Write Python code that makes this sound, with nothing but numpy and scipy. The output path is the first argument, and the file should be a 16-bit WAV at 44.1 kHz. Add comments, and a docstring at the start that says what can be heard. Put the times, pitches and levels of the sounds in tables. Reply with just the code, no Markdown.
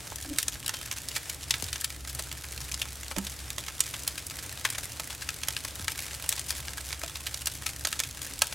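"""A soft hiss and fine crackle rise from a wood fire in a steel ring, over rumbling flames and a distant hum.
Steam pockets burst the wood in sharp pops, each an impulse with a brief cavity resonance, and shed crumbs.
A long stick excites the damped modes of the logs by impact and by stick-slip friction. The grate rings
once, and gas twice catches fire with a puff. The steel walls and the campsite reflect the wood's sounds."""
import sys
import numpy as np
from scipy import signal
from scipy.fft import rfft, irfft, next_fast_len
from scipy.io import wavfile
from scipy.ndimage import map_coordinates

SR = 44100
rng = np.random.default_rng(int(sys.argv[2]) if len(sys.argv) > 2 else 0)


def wrap_up_sound(samples):
    """Save the sound to the file named by the first command line argument, as 16-bit audio."""
    columns = np.atleast_2d(samples).T
    # keep every value between -1 and 1, then stretch to whole-number steps
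    tamed = np.clip(columns, -1, 1)
    steps = np.round(tamed * 32767).astype(np.int16)
    wavfile.write(sys.argv[1], SR, steps)


N = 376613

# The loud pops. Each row: start in seconds, level in dB over 10 ms, splinter's lowest ring in Hz,
# brightness in dB per octave, pocket's pitch in Hz, length in ms, left minus right in dB.
POP_EVENTS = [(0.159, -35.5, 6500, -2, 8730, 1.4, 5.5), (0.3861, -21.5, 6400, -6, 7670, 1, -3.5),
              (0.4295, -29, 1560, 2.5, 7500, 1.6, 3.5), (.4827, -25, 6500, -7, 6950, 1.9, 3),
              (0.6633, -30.5, 2760, -2.5, 10700, 3.1, 2), (0.6804, -29, 500, 3, 3120, 1.5, 3),
              (0.6938, -28.5, 970, -1.5, 1770, 1.8, -3.5), (0.7409, -33, 1070, -2, 5400, 5, 2),
              (.9142, -30.5, 2780, -5, 2280, 2.1, -3), (.9659, -41, 1420, -1, 9280, 2.4, 0),
              (1.0867, -32, 6500, -3.5, 5330, 1, -3), (1.1547, -34.5, 2510, -1.5, 2370, 11, 5),
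              (1.165, -26.5, 1890, -3.5, 2320, 6.2, -3.5), (1.2984, -30, 970, 1, 5800, 5.7, 0),
              (1.509, -20, 4450, -6, 7600, 2.9, 3.5), (1.541, -28, 2510, -6, 2260, 1.6, -4),
              (1.6245, -33, 500, 3.5, 6140, 1.2, 9), (1.642, -33.5, 5380, -4.5, 5000, 2.4, 0),
              (1.6863, -36.5, 2760, -5, 3600, 5.8, -3.5), (1.7302, -29.5, 2510, -3, 3070, 1.3, 2.5),
              (1.759, -33.5, 2510, -7, 6200, 3.1, 2), (1.8117, -32.5, 500, 4, 7500, 3.3, 3.5),
              (1.8453, -25, 1710, 0, 9000, 3.9, 3), (2.0974, -36, 1890, 0, 5100, 12, 2.5),
              (2.1499, -35.5, 500, 4, 9000, 1.9, -1), (2.194, -30.5, 660, -.5, 4020, 6.2, 0.5),
              (2.3159, -37, 1420, -3, 8050, 2.3, -2), (2.578, -37.5, 3680, -4, 2590, 1.4, -3),
              (2.6148, -37, 880, 0.5, 6150, 12, 3), (2.7208, -34, 6500, -6.5, 5100, .8, -2),
              (2.743, -30, 5380, -8, 7450, 1.4, 1), (2.8185, -26.5, 2270, -3, 3520, 3.2, 1.5),
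              (3.1142, -35, 890, -4.5, 1380, 6.2, 4), (3.1653, -35, 500, -3.5, 2460, 5.3, -8),
              (3.1843, -30, 500, -1, 7320, 1.1, -5), (3.2692, -33.5, 2510, -4.5, 3650, 3.5, 0),
              (3.5041, -32.5, 1070, -0.5, 3720, 0.95, 0), (3.583, -31, 660, -2, 6300, 2.4, -4),
              (3.6841, -33.5, 1720, -3.5, 1730, 3.8, -3), (3.806, -18.5, 6600, -5, 7470, 2, -3.5),
              (3.8663, -37.5, 1070, 0, 9200, 3.6, 0), (3.941, -32.5, 2070, -6, 3560, 4.7, 0),
              (4.0781, -24.5, 800, 2, 8300, 1.8, 0), (4.1804, -34, 1070, -.5, 2450, 4.4, 4),
              (4.2677, -35, 500, 7, 9300, 3.6, 0), (4.3895, -36, 1070, -2, 5000, 8.6, -3),
              (4.6524, -22, 1480, -4.5, 1660, 3.7, 3.5), (4.7028, -30.4, 1180, 2.5, 4150, 2.5, 0),
              (4.7501, -36, 3040, -8, 5500, 5.9, -3), (4.7837, -31, 600, -0.5, 7100, 3.3, 3.5),
              (4.8443, -39, 6500, -3, 7140, 4.4, -5), (4.9983, -32, 550, -0.5, 5350, 2.3, -3),
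              (5.1052, -34, 730, -1, 3400, 18, 3), (5.2221, -34, 2290, -3, 1590, 10, 2.5),
              (5.2906, -28.5, 3040, -5.5, 2570, 2.2, 3.5), (5.4351, -31, 2290, -2.5, 3370, 2.2, -3),
              (5.4852, -25.5, 660, 1, 7270, 2.2, -3.5), (5.5668, -29.5, 3680, -7, 5030, 1.4, 3),
              (5.6504, -32, 497, 0, 5870, 1.6, 3.5), (5.8819, -25.5, 1150, -3, 2310, 1.67, 3.5),
              (5.9199, -34, 500, 2, 5200, 1.8, 3), (5.9911, -34.4, 960, -1, 2140, 2.5, 2),
              (6.1486, -37, 1420, 2, 8170, 3.4, 1), (6.2428, -37.5, 1180, -3, 8200, 4.4, 0),
              (6.292, -21.5, 1420, 4.5, 8400, 1.1, 0.5), (6.3261, -28, 800, 0, 4050, 2.7, 3),
              (6.3794, -35, 3680, -9, 4410, 6.4, 0), (6.3952, -31.5, 6500, -6, 8370, .6, 2.5),
              (6.4877, -35, 1560, .5, 6130, 8.3, 4), (6.5063, -26.5, 660, 1, 4850, 2.8, 3),
              (6.683, -35, 2290, -7, 5700, 1.9, 3), (6.781, -35, 970, -1, 1600, 2.7, -2.5),
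              (6.9287, -31.5, 2080, -4.5, 2380, 4.7, -4), (7.0361, -33.5, 500, -2, 5230, 1.8, -1),
              (7.1578, -34, 2510, -5, 3700, 4.5, 0), (7.2693, -29.2, 2730, -3, 3070, 5.3, -2.5),
              (7.3438, -31, 5380, -6.5, 4330, 2.6, -3.5), (7.4591, -30, 5910, -2, 5600, 1.8, -3),
              (7.472, -25, 1180, -0.5, 8100, 2.9, 3), (7.6655, -26.5, 1550, -2.5, 9750, 4.3, 3),
              (7.6922, -34.5, 1070, 1, 2130, 6.8, 1), (7.8517, -24.5, 3400, -6.5, 6550, 3, -3.5),
              (7.8723, -28.5, 500, 1, 4790, 2.1, -2), (7.9285, -28.5, 1910, -3, 1760, 2.5, 1),
              (7.994, -28.5, 2200, -1, 2930, 2.7, -3.5), (8.002, -24.5, 1900, -2, 1760, 1.1, -.5),
              (8.037, -31.5, 3040, -2.5, 2650, 1.7, -3.5), (8.218, -34.5, 730, 1, 6950, 3, 4),
              (8.392, -36.5, 6550, -3, 7500, 1.6, -2), (8.4205, -17, 656, 0, 4370, 2.2, 0),
              (8.5265, -34.5, 3360, -7.5, 2400, 2.7, 3)]
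# How lively the fire is. Each row: time in seconds, relative level in dB.
LIVELINESS = [(0, -44), (.5, -44.5), (1.2, -43), (1.75, -43.5), (1.98, -46.5), (2.2, -44), (2.6, -44.5),
              (3.0, -43.5), (3.7, -44.5), (3.95, -42.5), (4.2, -44), (4.7, -42.5), (5.3, -44.5),
              (5.75, -43), (6.35, -42.5), (7.4, -44.5), (8.0, -44.5), (8.54, -43.5)]
# How alike the two ears' signals are. Each row: frequency in Hz, coherence from 0 to 1.
COHERENCE = [(60, 0.98), (130, 0.85), (290, 0.85), (640, 0.74), (1400, 0.84), (2200, 0.96), (4000, 0.94),
             (7000, 0.78), (11500, 0.94), (15000, 0.43)]


def from_db(db):
    """Decibels to amplitude ratio."""
    return 10 ** (np.asarray(db) / 20)


def rms_one(x):
    """Normalise to rms 1."""
    return x / np.sqrt(np.mean(x ** 2) + 1e-20)


def unit_energy(x):
    """Normalise each row to energy 1."""
    return x / np.sqrt(np.sum(x ** 2, axis=-1, keepdims=True) + 1e-20)


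def in_time(curve):
    """Interpolate a curve to one value per sample."""
    return np.interp(np.arange(N) / SR, *np.transpose(curve))


def at_hz(spectrum, hz):
    """Interpolate a spectrum on a log-frequency axis."""
    knots_hz, values = np.transpose(spectrum)
    return np.interp(np.log(np.maximum(hz, 1)), np.log(knots_hz), values)


def drift(rate):
    """Smooth random modulation of rms 1, through `rate` random values a second."""
    knots = rng.standard_normal(int(rate * N / SR) + 2)
    return rms_one(map_coordinates(knots, [np.arange(N) / SR * rate], order=3, mode="nearest"))


def stereo_noise(spectrum):
    """Partial coherence: coloured noise of rms 1, partly alike in both ears."""
    size = next_fast_len(N)
    hz = np.fft.rfftfreq(size, 1 / SR)
    mid, side = rfft(rng.standard_normal((2, size))) * from_db(at_hz(spectrum, hz))
    alike = at_hz(COHERENCE, hz)
    ears = np.sqrt(1 + alike) * mid + np.sqrt(1 - alike) * side * [[1], [-1]]
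    return rms_one(irfft(ears, size)[:, :N])


def hiss():
    """Amplitude-modulated broadband noise: the hiss flickers and follows the fire's liveliness."""
    # The hiss spectrum. Each row: frequency in Hz, relative spectral density in dB.
    spectrum = [(250, -11), (450, 3.5), (700, 2.5), (1000, 0), (1700, 2), (3000, 0.5), (5000, 0), (8500, 1),
                (12000, -4.5), (15800, -10)]
    level_db = in_time(LIVELINESS) - 2.5 + 1.23 * drift(40)
    return from_db(level_db) * stereo_noise(spectrum)


def rumble(level_db=-48.5):
    """Combustion noise: the flames radiate mostly low frequencies, at a gently wavering level."""
    # The flames' spectrum. Each row: frequency in Hz, relative spectral density in dB.
    spectrum = [(25, -33), (45, -6), (60, -1), (85, -2.5), (125, -1), (165, -10), (200, -17.5),
                (290, -11.5), (420, -22), (800, -27.5), (2000, -54)]
    return from_db(level_db + 0.84 * drift(5)) * stereo_noise(spectrum)


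def hum(pitch_hz=67.7, waver_hz=1.744, flutter_db=1.0):
    """Frequency and amplitude modulation: a distant low tone wavers in pitch and level."""
    # The hum's swells. Each row: time in seconds, relative level in dB.
    swells = [(0, -58.0), (0.7, -54.5), (1.1, -52.5), (2, -47), (2.7, -43), (3.4, -45), (3.8, -51),
              (4.4, -56), (5.1, -51.0), (5.5, -52), (6.2, -48), (6.8, -45), (7.2, -47.5), (8.2, -48.0),
              (8.54, -49)]
    phase = 2 * np.pi * np.cumsum(pitch_hz + waver_hz * drift(9)) / SR
    tone = rms_one(np.sin(phase) * from_db(flutter_db * drift(7.5)))
    return from_db(in_time(swells) - 1) * tone


def bursts(rows, crack, pocket, pocket_s, tail_db, tail_s=0.0073):
    """Impulsive fracture: fibres tear, wood snaps, the pocket resonates and the logs scatter the sound."""
    # The spectrum of breaking wood. Each row: frequency in Hz, gain in dB.
    wood_colour = [(1000, -2), (4000, -0.5), (8000, -0.5), (11000, -2.5), (15500, -11), (18000, -43)]
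    starts, level_db, low_hz, tilt, pocket_hz, length_ms, pan_db = np.array(rows, float).T[:, :, None]
    size, lead = 2048, 256  # samples in a burst, and ahead of its snap
    t = (np.arange(size) - lead) / SR
    after = np.maximum(t, 0)
    hz = np.fft.rfftfreq(size, 1 / SR) + 1
    length = np.maximum(length_ms, .3) / 1000
    noise = rng.standard_normal((len(starts), 3, size))
    tearing = (t < 0) * (t > -.65 * length - .0007) * np.exp(np.minimum(t, 0) / length)
    scatter = (t >= 0) * (np.exp(-after / length) + from_db(tail_db) * np.exp(-after / tail_s))
    snap = unit_energy(noise[:, 2] * (t >= 0) * np.exp(-after / .0001))
    cavity = unit_energy(np.sin(2 * np.pi * pocket_hz * after) * np.exp(-after / pocket_s))
    mid = unit_energy(noise[:, 0] * (tearing + scatter)) + crack * snap
    side = noise[:, 1] * (tearing + scatter)
    colour = from_db(at_hz(wood_colour, hz) + tilt * np.log2(hz / 1000))
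    # small splinters radiate no lows, and even large ones hardly any bass
    colour /= np.sqrt((1 + (low_hz / hz) ** 4) * (1 + (380 / hz) ** 6))
    mid, side = unit_energy(irfft(rfft([mid, side]) * colour))
    mid = unit_energy(mid + pocket * cavity)
    # each burst also differs slightly between the two ears
    alike = at_hz(COHERENCE, hz)
    side = irfft(rfft(side) * from_db(-20) * np.sqrt((1 - alike) / (1 + alike)))
    gain = from_db(level_db) * np.sqrt(SR / 100)  # level over 10 ms
    out = np.zeros((2, N))
    for k, start in enumerate(starts[:, 0]):
        ears = mid[k] + side[k] * [[1], [-1]]
        add(out, start - lead / SR, gain[k] * ears * pan(pan_db[k]))
    return out


def add(out, start, sound):
    """Superposition: mix a sound in from `start` seconds on."""
    at = int(np.clip(round(start * SR), 0, N - 1))
    out[..., at:at + sound.shape[-1]] += sound[..., :N - at]


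def pan(db):
    """Interaural level difference: left and right gains that lie `db` apart."""
    return from_db(db * np.array([[.5], [-.5]]))


def small_bursts(starts, level_db):
    """Small fractures of random pitch and place; the stronger ones tear for longer."""
    low, bright, cavity, length, place = rng.random((len(starts), 5)).T
    low_hz, pocket_hz = 750 * 5 ** low, 1500 * 5.5 ** cavity
    tilt, pan_db = 0.5 + 7 * (bright - .5), 6 * (place - .5)
    length_ms = (0.54 + 2.1 * length) * from_db(.2 * (level_db + 45.5))
    rows = np.transpose([starts, level_db, low_hz, tilt, pocket_hz, length_ms, pan_db])
    return bursts(rows, crack=0.4, pocket=0.37, pocket_s=.0021, tail_db=-16)


def crackle(per_second=95, strongest_db=5.5, range_db=12.5):
    """A random point process: small bursts, mostly weak, come louder and denser in a livelier fire."""
    lively_db = in_time(LIVELINESS)
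    count = int(per_second * N / SR)
    when, weakness = np.random.default_rng(rng.integers(2 ** 31)).random((count, 2)).T
    cumulative_rate = np.cumsum(from_db(lively_db))
    at = np.searchsorted(cumulative_rate, when * cumulative_rate[-1])
    return small_bursts(at / SR, lively_db[at] + strongest_db - range_db * weakness ** 0.69)


def reflections(x, t60, dull_hz, side):
    """Reverberation: dense, low-passed reflections arrive after 3 ms and decay exponentially."""
    t = np.arange(SR // 2) / SR
    envelope = unit_energy((t > .003) * from_db(-60 * t / t60))
    shared, apart = rng.standard_normal((2, len(t))) * envelope
    lowpass = signal.butter(1, dull_hz, fs=SR, output="sos")
    response = signal.sosfilt(lowpass, shared + side * apart * [[1], [-1]])
    return signal.fftconvolve(x, response, axes=1)[:, :N]


def log_ring(hz, t60):
    """Modal damping: in a log's impulse response the higher modes die sooner."""
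    # A log's modes. Each row: multiple of its pitch, relative level in dB.
    modes = [(1, 1.5), (1.33, -8), (1.85, -10), (4.6, -15)]
    t = np.arange(SR // 2) / SR
    return sum(from_db(db - 60 * t * np.sqrt(ratio) / t60) * np.sin(2 * np.pi * hz * ratio * t)
               for ratio, db in modes)


def knocks():
    """Impact excitation: each knock sets a log in free vibration."""
    # Stick and logs knocking. Each row: start in seconds, gain in dB, pitch in Hz,
    # time to decay by 60 dB in seconds, left minus right in dB.
    impacts = [(0.1216, -29.5, 920, 0.0069, -7.5), (0.252, -38.5, 740, 0.034, 0),
               (2.196, -39, 653, 0.041, 0), (3.113, -42, 533, 0.064, 3), (3.171, -38.5, 330, 0.071, -12),
               (3.176, -30, 197, 0.2, -4), (4.999, -34.5, 654, 0.021, -3), (7.0362, -29.5, 670, 0.034, -1)]
    out = np.zeros((2, N))
    for start, gain_db, hz, t60, pan_db in impacts:
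        add(out, start, from_db(gain_db) * pan(pan_db) * log_ring(hz, t60))
    return out


def pops():
    """Sudden pressure release: steam bursts the wood, and the opened pocket rings briefly."""
    return bursts(POP_EVENTS, crack=.42, pocket=.33, pocket_s=.0022, tail_db=-13)


def crumbs(per_pop=2, mean_delay_s=.028, under_pop_db=20, spread_db=6.5):
    """Secondary fracture: bits of charcoal break off just after each pop."""
    pop_s, pop_db = np.repeat(np.array(POP_EVENTS)[:, :2], per_pop, axis=0).T
    level_db = pop_db - under_pop_db + spread_db * (2 * rng.random(len(pop_s)) - 1)
    return small_bursts(pop_s + rng.exponential(mean_delay_s, len(pop_s)), level_db)


def scrapes(slips_per_s=750):
    """Stick-slip friction: the dragged stick catches unevenly, and each slip rings the log."""
    # The stick's strokes. Each row: start in seconds, length in seconds, level in dB, pitch in Hz.
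    strokes = [(0.24, .14, -45, 296), (3.562, 0.11, -52, 400), (8.21, 0.143, -53, 278)]
    out, t = np.zeros(N), np.arange(SR // 2) / SR
    for start, length, level_db, hz in strokes:
        slips = (rng.random(len(t)) < slips_per_s / SR) * rng.standard_normal(len(t))
        rubbing = rms_one(signal.fftconvolve(slips, log_ring(hz, t60=.06))[:len(t)])
        swell = np.sin(np.pi * np.minimum(t / length, 1))
        add(out, start, from_db(level_db) * rubbing * swell)
    return out


def grate(touch_s=.745, level_db=-46.5):
    """Lightly damped vibration: a spark or chip touches the grate, and the steel bars ring faintly."""
    # The bars' modes. Each row: frequency in Hz, relative level in dB, time to decay by 60 dB in seconds.
    modes = [(3130, 0, 0.52), (3720, -10.5, .12), (4457, -1, 0.38)]
    out, t = np.zeros(N), np.arange(SR // 2) / SR
    for hz, db, t60 in modes:
        add(out, touch_s, from_db(level_db + db - 60 * t / t60) * np.sin(2 * np.pi * hz * t))
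    return out


def puffs(end_hz=85, swell_s=0.00304, fade_s=0.064):
    """An expanding source: as a ball of flame swells, its pitch drops quickly to a soft thump."""
    # Pockets of gas catching fire. Each row: start in seconds, level in dB, starting pitch in Hz.
    ignitions = [(1.624, -35, 1420), (5.799, -35, 332)]
    out, t = np.zeros(N), np.arange(SR // 5) / SR
    for start, level_db, start_hz in ignitions:
        hz = end_hz + (start_hz - end_hz) * np.exp(-t / swell_s)
        phase = 2 * np.pi * np.cumsum(hz) / SR
        add(out, start, from_db(level_db) * np.exp(-t / fade_s) * np.sin(phase))
    return out


def scene():
    """Superposition: the wood's direct sound and its reflections add to hiss, flames and hum."""
    direct = pops() + crumbs() + crackle() + knocks() + scrapes() + grate()
    steel_walls = from_db(-6) * reflections(direct, t60=0.055, dull_hz=1900, side=0.1)
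    campsite = from_db(-14.5) * reflections(direct, t60=0.3, dull_hz=6950, side=0.087)
    return direct + steel_walls + campsite + hiss() + rumble() + puffs() + hum()


def record(dry):
    """Soft saturation rounds the sharpest peaks, and a steep low-pass cuts above 16 kHz."""
    lowpass = signal.ellip(10, .1, 80, 16000, fs=SR, output="sos")
    return signal.sosfilt(lowpass, np.tanh(dry))


dry = scene()
out = record(dry)
wrap_up_sound(out)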